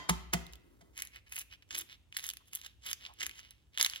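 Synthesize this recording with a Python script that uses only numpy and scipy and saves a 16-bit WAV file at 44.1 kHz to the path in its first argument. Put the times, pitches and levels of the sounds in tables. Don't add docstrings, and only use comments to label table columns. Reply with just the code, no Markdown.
import sys
import numpy as np
from scipy import signal
from scipy.fft import rfft, irfft, next_fast_len
from scipy.io import wavfile
from scipy.ndimage import uniform_filter1d

SR = 44100
rng = np.random.default_rng(int(sys.argv[2]) if len(sys.argv) > 2 else 0)


def pcm_store(signal):
    levels = np.round(np.clip(np.atleast_2d(signal), -1, 1) * 32767)
    wavfile.write(sys.argv[1], SR, levels.astype(np.int16).T)


N = 176400
TIME_S = np.arange(N) / SR


# f/Hz, gain/dB
CRUNCH_SPECTRUM = [(100, -4), (400, 5.5), (550, -2), (850, 1.5), (1300, 2.5), (2400, -3), (3100, -7),
                   (4800, -5), (5500, -6), (7200, -1), (8500, -13), (9500, -8.5), (11500, -13.5),
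                   (16000, -20)]
def shell_crunch(t, hollow_hz):
    towel_rise_s, hold_s, fade_s = 0.0024, 0.0042, 0.0055
    crush = np.exp(np.minimum(t, 0) / towel_rise_s - np.maximum(t - hold_s, 0) / fade_s)
    crunch = colour(crush * grains(per_s=12000, spread_db=1.9)[:len(t)], CRUNCH_SPECTRUM)
    return crunch + 6.3 * resonate(crunch, hollow_hz, width_hz=25)


# f/Hz, gain/dB, t60/s
THUD_MODES = [(61, -8, 0.44), (173.9, 6.5, 0.12), (228, -11, 0.19), (375, -24, 0.46)]
def counter_thud(t):
    delay_s, rise_s = 0.0043, 0.011
    age = np.maximum(t - delay_s, 0)
    return np.minimum(age / rise_s, 1) * damped_sines(THUD_MODES, age)


# f/Hz, gain/dB, t60/s
RING_MODES = [(582, -13, 0.13), (650, 9, 0.059), (702, 1.5, 0.079), (856, 1, 0.16), (1000, 3, 0.16),
              (2004, 6, .14), (3160, 2, 0.25), (3560, -4.5, 0.18), (4900, -2.5, 0.16), (8000, -7, 0.074)]
def counter_ring(t):
    flutter = 1 + 0.5 * unit(uniform_filter1d(rng.standard_normal(len(t)), size=300))
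    return flutter * damped_sines(RING_MODES, np.maximum(t, 0))


# t/s, crunch level/dB, thud level/dB, ring level/dB, hollow f/Hz
EGG_KNOCKS = [(-.11, -21.5, -32.5, -34.5, 1034), (0.0944, -25, -26.5, -46.5, 885),
              (0.3348, -26.5, -27, -49, 687.5), (.811, -60, -64, -72, 683)]
def knocks():
    lead_s = 0.013
    out, t = np.zeros((2, N)), np.arange(SR) / SR - lead_s
    for at_s, crunch_db, thud_db, ring_db, hollow_hz in EGG_KNOCKS:
        crunch = amp(crunch_db) * shell_crunch(t, hollow_hz)
        ring = amp(ring_db) * counter_ring(t)
        thud = amp(thud_db) * counter_thud(t)
        knock = in_room(crunch, wet_db=-12) + in_room(ring, wet_db=-11) + in_room(thud, wet_db=-17)
        add(out, at_s - lead_s, knock)
    return out


# f/Hz, gain/dB
PLATE_SPECTRUM = [(100, -21), (500, -17.5), (1100, -6.5), (2100, -0.5), (3200, -1), (4400, -6), (7000, 0.5),
                  (16000, -38.5)]
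TICK_SPECTRUM = [(1000, -38.5), (4500, -16.5), (7000, 2.5), (8600, -1.5), (10800, 5), (13000, -2.5),
                 (15000, 0), (17000, -14)]
# t/s, plate level/dB, plate f/Hz, tick level/dB
SHELL_SNAPS = [(.0952, -29.5, 3080, -28.5), (0.3371, -30.5, 2800, -28.5), (0.467, -51, 3970, -54.5),
               (.526, -66, 3500, -57), (0.535, -48, 3560, -55.5), (0.556, -55.5, 3530, -57),
               (0.978, -41, 2330, -42.5), (1.0221, -34.5, 2380, -33.5), (1.052, -62, 4640, -46),
               (1.073, -50.5, 2990, -50.5), (1.1596, -55.5, 2260, -54.5), (1.3245, -49.5, 2480, -46),
               (1.3595, -59, 5700, -38.5), (1.365, -55, 2320, -42), (1.3885, -50, 3500, -36),
               (1.395, -61, 2850, -37.5), (1.7084, -38.5, 2850, -58), (1.7477, -38, 2730, -47.5),
               (1.782, -48, 3600, -33), (1.7888, -50, 3350, -31.5), (1.7959, -48, 3330, -42),
               (1.8126, -61, 5280, -40), (2.126, -45, 3200, -63), (2.168, -30, 3200, -40),
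               (2.1716, -48, 3030, -32.5), (2.178, -46, 3280, -45), (2.1952, -40.5, 2570, -51),
               (2.241, -40, 2960, -39.5), (2.2668, -69, 3860, -36.5), (2.2903, -36, 3180, -33.5),
               (2.3018, -36.5, 3940, -39), (2.311, -44.5, 3060, -52), (2.3367, -49, 2670, -45.5),
               (2.3709, -47, 2800, -48), (2.5334, -42.5, 2680, -44.5), (2.552, -52.5, 3690, -32),
               (2.5574, -45.5, 3300, -34), (2.6154, -47.5, 3640, -56), (2.8892, -40, 3330, -56),
               (2.9313, -31, 5300, -36.5), (3.052, -41, 2770, -77), (3.0638, -40, 3150, -84),
               (3.1382, -71, 2940, -59), (3.208, -44.5, 2740, -64), (3.2175, -33, 2190, -66),
               (3.232, -37.5, 2700, -42), (3.2352, -36.5, 2950, -48), (3.266, -35.5, 1880, -33.5),
               (3.2947, -42, 2290, -52), (3.3124, -46, 2380, -56), (3.5085, -54.5, 3380, -50),
               (3.776, -29, 3220, -44.5), (3.7841, -34, 3270, -44), (3.8038, -27.5, 3470, -44),
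               (3.8123, -20.5, 3920, -30), (3.828, -28, 4070, -21), (3.848, -23, 4000, -32),
               (3.8624, -27.5, 2970, -37.5), (3.899, -38, 4500, -45.5), (3.9361, -37.5, 2500, -58),
               (3.961, -36, 3100, -50)]
def snaps(size=1024):
    lead_s, rise_s, fall_s, tail_s = 0.003, 0.0005, 0.00032, 0.001
    plate_width_hz, level_window_s = 1000, 0.003
    out, t = np.zeros(N), np.arange(size) / SR
    age = np.maximum(t - lead_s, 0)
    run_up = np.exp(np.minimum(t - lead_s, 0) / rise_s)
    tear = run_up * (np.exp(-age / fall_s) + 0.17 * np.exp(-age / tail_s))
    for at_s, plate_db, plate_hz, tick_db in SHELL_SNAPS:
        plate_burst, tick_burst = rng.standard_normal((2, size)) * tear
        broad = unit(colour(plate_burst, PLATE_SPECTRUM))
        mode = np.exp(-np.pi * plate_width_hz * t) * np.cos(2 * np.pi * plate_hz * t)
        ringing = unit(signal.fftconvolve(broad, mode)[:size])
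        plate = amp(plate_db) * unit(0.8 * ringing + 0.2 * broad)
        tick = amp(tick_db) * unit(colour(tick_burst, TICK_SPECTRUM))
        add(out, at_s - lead_s, plate + tick)
    return np.sqrt(level_window_s * SR / size) * out


# start t/s, length/s, crackle level/dB, fizz level/dB
HAND_SQUEEZES = [(0.971, 0.034, -43.5, -53), (1.323, 0.097, -47.5, -48.5), (1.713, 0.063, -49, -62),
                 (1.753, 0.063, -44, -50.5), (2.143, 0.094, -54.5, -69), (2.188, 0.12, -51.5, -55),
                 (2.482, 0.005, -55, -57.5), (2.533, 0.058, -52, -53.5), (2.65, 0.016, -48, -56),
                 (2.836, 0.025, -52, -67), (2.868, 0.05, -40, -44), (3.202, 0.059, -44, -57.5),
                 (3.363, 0.037, -51.5, -60.5), (3.799, .07, -38.5, -45), (3.886, 0.091, -50, -55.5)]
def crumbling():
    rise_s, fall_s, clump_s, clump_db = 0.0091, 0.0057, 0.0048, 5.5
    crackle_gain = fizz_gain = 0
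    for start_s, length_s, crackle_db, fizz_db in HAND_SQUEEZES:
        age = TIME_S - start_s
        press = np.exp(np.minimum(age, 0) / rise_s - np.maximum(age - length_s, 0) / fall_s)
        crackle_gain = np.maximum(crackle_gain, amp(crackle_db) * press)
        fizz_gain = np.maximum(fizz_gain, amp(fizz_db) * press)
    knots_s = np.arange(0, N / SR, clump_s)
    wander = np.interp(TIME_S, knots_s, rng.standard_normal(N)[:len(knots_s)])
    clumps = unit(amp(clump_db * wander))
    cracks = clumps * grains(per_s=2000, spread_db=1.5)
    fine_cracks = clumps * grains(per_s=900, spread_db=1.3)
    crackle = colour(cracks * crackle_gain, PLATE_SPECTRUM)
    fizz = colour(unit(cracks + fine_cracks) * fizz_gain, TICK_SPECTRUM)
    return 0.83 * crackle + 0.97 * shell_patch(crackle, width_hz=480) + fizz


# t/s, f/Hz
PATCH_PITCH = [(1.15, 2270), (1.55, 2900), (1.9, 3530), (2.65, 3376), (3.3, 3000), (3.8, 3340)]
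def shell_patch(x, width_hz):
    return resonate(x, np.interp(TIME_S, *np.transpose(PATCH_PITCH)), width_hz)


# f/Hz, gain/dB
SCRAPE_SPECTRUM = [(100, -4.5), (350, -9.5), (700, -10), (1300, -5), (2300, 0.5), (3400, -3.5),
                   (4500, -5.5), (5600, -4.5), (7500, -12.5), (11000, -15.5), (16000, -16)]
# centre t/s, half length/s, level/dB
SHELL_SCRAPES = [(1.04, 0.028, -56), (1.16, 0.022, -55), (1.275, 0.0067, -56.5), (1.53, 0.016, -53.5),
                 (1.628, 0.0032, -55.5), (1.918, 0.02, -52), (2.61, 0.056, -63), (2.67, .035, -63),
                 (2.893, 0.028, -47.5), (3.045, 0.032, -52), (3.32, 0.16, -64), (3.43, 0.055, -61),
                 (3.515, 0.0035, -54), (3.755, 0.015, -55.5), (3.97, 0.046, -54)]
def shell_scrapes():
    grit = colour(grains(per_s=3700, spread_db=4), SCRAPE_SPECTRUM)
    return unit(grit + 3.1 * shell_patch(grit, width_hz=900)) * swells(SHELL_SCRAPES)


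# centre t/s, half length/s, level/dB, f/Hz
SKIN_SQUEAKS = [(2.411, 0.0081, -67, 1050), (3.104, 0.015, -58.5, 880)]
def skin_squeaks(width_hz=450):
    out, slips = np.zeros(N), rng.standard_normal(N)
    for *stroke, hz in SKIN_SQUEAKS:
        band = resonate(resonate(slips, hz, width_hz), hz, width_hz)
        out += unit(band) * swells([stroke])
    return out


# f/Hz, gain/dB
BRUSH_SPECTRUM = [(60, -34.5), (180, -1.5), (330, 7), (520, -7), (750, -14.5), (1200, -11), (2000, -20.5),
                  (6000, -27), (16000, -24)]
# centre t/s, half length/s, level/dB
BRUSH_STROKES = [(.76, 0.2, -68), (1.77, 0.05, -60.5), (3.24, 0.041, -64)]
def towel_brushes():
    return colour(grains(per_s=4000, spread_db=2.5) * swells(BRUSH_STROKES), BRUSH_SPECTRUM)


# centre t/s, half length/s, level/dB
TREMBLE_SWELLS = [(.28, .05, -49.5), (.53, 0.034, -46.5)]
def counter_tremble():
    lowest_hz = THUD_MODES[0][0]
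    return swells(TREMBLE_SWELLS) * np.sin(2 * np.pi * lowest_hz * TIME_S)


# f/Hz, gain/dB
RUMBLE_SPECTRUM = [(20, -16), (36, -10), (58, 5.5), (78, -1.5), (110, -4.5), (160, -15.5), (300, -18.5),
                   (600, -28.5), (1200, -32), (3000, -39.5), (7000, -38), (16000, -45.5)]
def room_rumble(level_db=-65.5):
    common, left, right = (colour(rng.standard_normal(N), RUMBLE_SPECTRUM, size=8192) for _ in range(3))
    return amp(level_db) * unit(common + 0.98 * np.array([left, right]))


# f/Hz, phase/rad
LEFT_LEAD_RAD = [(170, 0.67), (400, 1.78), (1300, 1.81), (2300, 2), (2700, 3.5), (3500, 5.5), (5340, 8.5),
                 (7840, 10), (11500, 6), (16000, 0)]
# f/Hz, level/dB
LEFT_EXCESS_DB = [(60, 2.5), (150, 0), (300, 0), (1000, 0), (4000, -4.5), (8000, -5.5), (13000, 2.5)]
def microphone_pair(x):
    n = next_fast_len(len(x) + 256)
    hz = np.fft.rfftfreq(n, 1 / SR)
    left = amp(curve(LEFT_EXCESS_DB, hz) / 2) * np.exp(0.5j * curve(LEFT_LEAD_RAD, hz))
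    return irfft(rfft(x, n) * np.array([left, 1 / left]), n)[:, :len(x)]


# f/Hz, t60/s
ROOM_T60 = [(160, 0.78), (800, 0.49), (3000, 0.74), (8000, 0.32), (16000, 0.4)]
def in_room(x, wet_db):
    early_db, early_gap_s, early_fade_s, tail_rise_s = -11, 0.0007, 0.0079, 0.0028
    t = np.arange(SR // 2) / SR
    hz, frame_s, spectra = signal.stft(rng.standard_normal((2, len(t))), SR, nperseg=256)
    decay = amp(-60 * frame_s / curve(ROOM_T60, hz)[:, None])
    tail = signal.istft(spectra * decay, SR, nperseg=256)[1][:, :len(t)]
    tail *= np.minimum(t / tail_rise_s, 1)
    early = rng.standard_normal((2, len(t))) * np.exp(-t / early_fade_s) * (t > early_gap_s)
    response = (amp(wet_db) * unit(tail) + amp(early_db) * unit(early)) / np.sqrt(len(t))
    return microphone_pair(x) + signal.fftconvolve(x[None], response, axes=1)[:, :len(x)]


def amp(db):
    return 10 ** (np.asarray(db) / 20)


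def unit(x):
    return x / np.sqrt(np.mean(x ** 2) + 1e-20)


def curve(points, hz):
    knots_hz, values = np.transpose(points)
    return np.interp(np.log(hz + 1), np.log(knots_hz + 1), values)


def add(mix, at_s, sound):
    at = round(at_s * SR)
    sound, part = sound[..., max(-at, 0):], mix[..., max(at, 0):]
    n = min(sound.shape[-1], part.shape[-1])
    part[..., :n] += sound[..., :n]


def colour(x, spectrum, size=2048):
    hz = abs(np.fft.fftfreq(size, 1 / SR))
    log_gain = np.log(amp(curve(spectrum, hz)))
    taps = np.fft.ifft(np.exp(np.conj(signal.hilbert(log_gain)))).real
    return signal.fftconvolve(x, taps / np.linalg.norm(taps))[:len(x)]


def resonate(x, hz, width_hz):
    carrier = np.exp(2j * np.pi * np.cumsum(hz * np.ones(len(x))) / SR)
    pole = np.exp(-np.pi * width_hz / SR)
    return 2 * (carrier * signal.lfilter([1 - pole], [1, -pole], x / carrier + 1e-18)).real


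def grains(per_s, spread_db):
    sizes = amp(spread_db * np.minimum(rng.exponential(1, N), 4.5))
    return unit(sizes * rng.standard_normal(N) * (rng.random(N) < per_s / SR))


def swells(rows):
    powers = (amp(db) ** 2 * np.exp(-((TIME_S - at_s) / half_s) ** 2) for at_s, half_s, db in rows)
    return np.sqrt(sum(powers))


def damped_sines(modes, t):
    return sum(amp(db - 60 * t / t60) * np.sin(2 * np.pi * hz * t) for hz, db, t60 in modes)


def scene():
    on_counter = knocks() + counter_tremble()
    in_hand = snaps() + crumbling() + shell_scrapes() + skin_squeaks() + towel_brushes()
    return on_counter + in_room(in_hand, wet_db=-18.5) + room_rumble()


def record(dry):
    low_cut_hz, edge_hz = 50, 16100
    low_cut = signal.butter(2, low_cut_hz, "high", fs=SR, output="sos")
    band_limit = signal.firwin(401, edge_hz, window=("kaiser", 8), fs=SR)
    return signal.oaconvolve(signal.sosfilt(low_cut, dry), band_limit[None], "same")


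dry = scene()
out = record(dry)
pcm_store(out)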